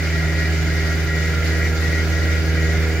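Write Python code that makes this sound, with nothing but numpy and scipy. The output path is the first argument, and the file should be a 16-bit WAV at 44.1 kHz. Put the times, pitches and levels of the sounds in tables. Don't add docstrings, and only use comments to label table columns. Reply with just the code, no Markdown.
import sys
import numpy as np
from scipy import signal
from scipy.fft import rfft, irfft
from scipy.io import wavfile

SR = 44100
rng = np.random.default_rng(int(sys.argv[2]) if len(sys.argv) > 2 else 0)


def transcribe(u):
    v = np.clip(np.atleast_2d(u).T, -1, 1)
    q = np.round(v * 32767).astype(np.int16)
    wavfile.write(sys.argv[1], SR, q)


def how_loud(loudness_db):
    steps = np.asarray(loudness_db, float) / 20
    return 10 ** steps


N = 132300
TIME = np.arange(N) / SR
LEFT_RIGHT_HALVES = np.array([[.5], [-.5]])


def rms_one(x):
    return x / np.sqrt(np.mean(x ** 2) + 1e-20)


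def in_time(rows):
    seconds, *columns = np.transpose(rows)
    return [np.interp(TIME, seconds, column) for column in columns]


def at_hz(points, hz):
    points_hz, values = np.array(points).T
    return np.interp(np.log(hz), np.log(points_hz), values)


def drift(rate):
    pole = np.exp(-80 * np.pi * rate / SR)
    noise = rng.standard_normal(N // 40 + 2002)
    slow = signal.lfilter([1], [1, -2 * pole, pole * pole], noise)[2000:]
    slow = (slow - slow.mean()) / slow.std()
    return np.interp(np.arange(N) / 40, np.arange(len(slow)), slow)


def pair(mid, side, alike):
    alike = np.clip(alike, -1, 1)
    return np.sqrt(1 + alike) * mid + np.sqrt(1 - alike) * side * np.array([[1], [-1]])


def sides(pan_db):
    return how_loud(LEFT_RIGHT_HALVES * pan_db)


def ramp(start, length):
    return np.sin(np.pi / 2 * np.clip((TIME - start) / length, 0, 1)) ** 2


# pitch_hz, likeness (0 to 1)
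WATER_LIKENESS = [(30, .96), (130, .97), (290, .96), (560, .7), (1000, .45), (2000, .4), (3500, .05),
                  (15000, 0)]
# pitch_hz, left_minus_right_db
WATER_PAN = [(60, -2.0), (130, -1.0), (290, -2.5), (640, -1.5), (1410, -1.0), (3100, 1.0), (6820, 1.5),
             (15000, -2.5)]


def water(spectrum, low_hz, high_hz, shared_db, own_db, rate):
    out, together = 0, drift(rate / 3)
    band_count = int(3 * np.log2(high_hz / low_hz))
    edges = low_hz * 2 ** (np.arange(band_count + 1) / 3)
    white = rng.standard_normal((2, 2, N + SR // 2))
    for k, (low, high) in enumerate(zip(edges, edges[1:])):
        band = signal.butter(2, [low, high], "band", fs=SR, output="sos")
        mid, side = signal.sosfilt(band, white[k % 2])[:, -N:]
        hz = np.sqrt(low * high)
        level_db = at_hz(spectrum, hz) + shared_db * together + own_db * drift(rate)
        gain = how_loud(level_db) * sides(at_hz(WATER_PAN, hz))
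        out = out + gain * pair(mid, side, at_hz(WATER_LIKENESS, hz))
    return rms_one(out)


# pitch_hz, level_db (per Hz)
HULL_COLOUR = [(12, -58), (20, -19), (50, -7), (82, -5), (172, -11.5), (208, -15.5), (395, -10),
               (453, -15.5), (1150, -28.5), (1500, -69), (2530, -120)]
HULL_DB = -31.5


def hull_water():
    return how_loud(HULL_DB) * water(HULL_COLOUR, 20.08, 1150, shared_db=0.5, own_db=0.0, rate=2.0)


# pitch_hz, level_db (per Hz)
WAKE_COLOUR = [(900, -8), (1500, 2.5), (3200, -5.5), (4800, -1.5), (6400, -6), (7600, -18), (10000, -17.5),
               (15000, -17.5)]
# start_s, level_db
WAKE_SURGE = [(0.0, -39.5), (0.88, -38.5), (1.14, -40), (1.18, -38), (1.44, -40), (1.46, -36), (1.54, -39),
              (2.33, -38.5), (2.34, -37), (2.41, -39.5), (2.84, -38.5), (3.0, -40)]
WAKE_DB = 5.5
SURGE_SHARE, SURGE_TOP_HZ = .4, 7500


def wake(turn):
    surge_db, = in_time(WAKE_SURGE)
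    spray = water(WAKE_COLOUR, 798, 20000, shared_db=.5, own_db=1.4, rate=28)
    high_pass = signal.butter(2, SURGE_TOP_HZ, "high", fs=SR, output="sos")
    fine = signal.sosfilt(high_pass, spray)
    held = how_loud((SURGE_SHARE - 1) * (surge_db - surge_db.mean()))
    pulse = 1 + 0.053 * np.cos(turn)
    return how_loud(WAKE_DB + surge_db) * pulse * (spray + (held - 1) * fine)


# pitch_hz, width_hz, level_db, left-right likeness (0 to 1)
MOTOR_RINGS = [(650, 200, -40.5, 0.75), (1304, 74, -48, 0.7), (1392.6, 22.6, -41, 0.91), (1434, 35, -41, 1),
               (1543, 70, -44.5, 0.48), (1642, 43, -40.5, 0.82), (1681, 25, -42.5, 0.25),
               (1798, 67, -43, 0.61), (1983, 167, -36, 0.89), (2082, 86, -38.5, 0.54),
               (2155, 27, -40.5, 0.86), (2320, 164, -39.5, 0.55), (2547, 120, -49, 0.42),
               (2875, 150, -46, 0.17),
               (567, 42, -52, .2), (1154, 26, -59, 0.61), (3100, 100, -51, .6), (3590, 220, -49, 0.48),
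                (4747, 320, -49, 0.31), (5010, 79, -57, .7), (5920, 180, -68.5, 0.85),
                (6725, 200, -51.5, 0.32), (6990, 140, -51, 0.76)]
# pitch_hz, left_minus_right_db
RING_PAN = [(600, -.8), (1500, -2), (2000, -.3), (5000, 1.5)]
RASP_DEPTH = 0.26
COVER_PATCHY_DB, TREBLE_PATCHY_DB = 1.5, 2.5
PATH_SWAY_SAMPLES = 6
TREBLE_LEAD_SAMPLES = 8


def cowling(turn):
    out, n = 0, np.arange(N)
    pulse = 1 + RASP_DEPTH * np.cos(turn / 2)
    for hz, width_hz, db, alike in MOTOR_RINGS:
        pole, angle = np.exp(-np.pi * width_hz / SR), 2 * np.pi * hz / SR
        rung = rng.standard_normal((2, N)) * pulse
        for _ in range(2):
            rung = signal.lfilter([1, 0, -1], [1, -2 * pole * np.cos(angle), pole * pole], rung)
        treble = hz > 3000
        swayed = n + PATH_SWAY_SAMPLES * drift(4)
        left, right = pair(*rung, alike)
        left = np.interp(swayed + TREBLE_LEAD_SAMPLES * treble, n, left)
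        right = np.interp(swayed, n, right)
        heard = rms_one(np.array([left, right]))
        patchy_db = TREBLE_PATCHY_DB if treble else COVER_PATCHY_DB
        out = out + how_loud(db + patchy_db * drift(7.3)) * heard * sides(at_hz(RING_PAN, hz))
    return out


# start_s, length_s, level_db
WHINE_SWELLS = [
    (0.105, 0.4, -33.5),
    (0.688, 0.28, -33.5),
    (1.065, 0.271, -31),
    (1.487, .2, -32),
    (1.802, 0.238, -33),
    (2.1, 0.31, -36),
    (2.559, 0.19, -32),
]
# start_s, pitch_hz
WHINE_PITCH = [(.1, 1915), (.9, 1913), (1.2, 1921), (1.6, 1925), (1.9, 1918), (2.2, 1926), (2.7, 1919)]
SWELL_EDGE_S, WHINE_REST_DB, SECOND_DB = 0.033, -48, -45
SECOND_TEETH = 21
WHINE_BLUR_RAD, WHINE_LEAD_RAD = .45, .5
WHINE_FLICKER_DB, WHINE_FLICKER_RATE_HZ = 2.0, 15
WHINE_PAN_DB = 3.5


def gears(turn):
    swell = how_loud(WHINE_REST_DB)
    for start_s, length_s, db in WHINE_SWELLS:
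        rise = ramp(start_s, SWELL_EDGE_S)
        fall = 1 - ramp(start_s + length_s - SWELL_EDGE_S, SWELL_EDGE_S)
        swell = swell + how_loud(db) * rise * fall
    mesh_hz, = in_time(WHINE_PITCH)
    mesh = 2 * np.pi * np.cumsum(mesh_hz) / SR + WHINE_BLUR_RAD * drift(8.6)
    flicker = how_loud(WHINE_FLICKER_DB * drift(WHINE_FLICKER_RATE_HZ))
    first = swell * flicker * np.cos(mesh + WHINE_LEAD_RAD * LEFT_RIGHT_HALVES)
    second_mesh = SECOND_TEETH * turn + WHINE_BLUR_RAD * drift(7.3)
    second = how_loud(SECOND_DB + 2.67 * drift(3.1)) * np.cos(second_mesh)
    return np.sqrt(2) * (first * sides(WHINE_PAN_DB) + second * np.array([[1], [-.8]]))


# cycles per shaft turn, level_db (against the drone)
HULL_TONES = [(.75, -23), (1, -0.5), (1.75, -22.5), (3, -22.5), (3.25, -29), (3.75, -29.5), (4, -17),
              (5, -17.5), (7.25, -32), (8, -54)]
# cycles per shaft turn, before_db, after_db
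SETTLING_TONES = [(6, -35, -20), (6.5, -28, -34.5), (7, -32, -27)]
# pitch_hz, left_minus_right_db
TONE_PAN = [(80, -1.9), (160, -1), (240, -2.6), (320, -2.6), (400, -2.2), (480, -2), (560, -4)]
SETTLE_S, SETTLE_LENGTH_S = 1.04, 0.12
DRONE_TRIM_DB, FIRING_TRIM_DB = 0.44, -1.3
WHOLE_WANDER_DB, PART_WANDER_DB, FIRST_WANDER_DB = .9, 2.5, .25
EVEN_LAG_RAD, LAG_WANDER_RAD, LEFT_LEAD_RAD = 2.07, .15, 0.31


def drone(turn, level_db, firing_db):
    out, settled = 0, ramp(SETTLE_S, SETTLE_LENGTH_S)
    firing = [(2, firing_db - level_db + FIRING_TRIM_DB)]
    settling = [(k, before + (after - before) * settled) for k, before, after in SETTLING_TONES]
    for k, db in HULL_TONES + firing + settling:
        wander_db = FIRST_WANDER_DB if k == 1 else PART_WANDER_DB if k % 1 else WHOLE_WANDER_DB
        lag = EVEN_LAG_RAD * (k % 2 == 0) + LAG_WANDER_RAD * (k != 1) * drift(3)
        lead = LEFT_LEAD_RAD / max(k, 1) * LEFT_RIGHT_HALVES
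        gain = how_loud(db + wander_db * drift(6.3)) * sides(at_hz(TONE_PAN, 80 * k))
        out = out + gain * np.cos(k * turn + lag + lead)
    return np.sqrt(2) * how_loud(level_db + DRONE_TRIM_DB) * out


# start_s, turning_speed_hz, drone_level_db, firing_level_db
CRANKSHAFT = [(0, 79.95, -21.5, -25), (.2, 79.95, -20.3, -25), (.45, 79.95, -20, -27),
              (.65, 79.95, -20.3, -25.5), (.95, 80, -20.7, -28.5), (1.15, 80.05, -21.3, -26),
              (1.35, 80, -20, -29), (1.5, 80, -19.3, -27), (1.8, 80.05, -20, -31), (2.1, 80.1, -19.3, -28),
              (2.35, 80.1, -19, -30), (2.45, 80.05, -19.5, -26.5), (2.65, 80.05, -18, -25.5),
              (2.85, 80.1, -19, -29), (3, 80.1, -20.5, -30)]


def scene():
    speed_hz, level_db, firing_db = in_time(CRANKSHAFT)
    turn = 2 * np.pi * np.cumsum(speed_hz) / SR
    surroundings = hull_water() + wake(turn)
    motor = cowling(turn) + gears(turn) + drone(turn, level_db, firing_db)
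    return surroundings + motor


def roll_off(x):
    return signal.sosfilt(signal.butter(12, 16220, fs=SR, output="sos"), x)


# pitch_hz, width_hz, change_db
HOUSING_DIPS = [(1088, 40, -5.5), (10000, 320, -5), (1463, 25, 0.5)]
CUTOFF_HZ = 15750


def record(dry):
    hz = np.arange(N // 2 + 1) * SR / N
    colour_db = sum(db * np.exp(-((hz - at) / width_hz) ** 2) for at, width_hz, db in HOUSING_DIPS)
    colour = how_loud(colour_db) * (hz < CUTOFF_HZ)
    mix = irfft(rfft(dry) * colour, N)
    return roll_off(mix)


dry = scene()
out = record(dry)
transcribe(out)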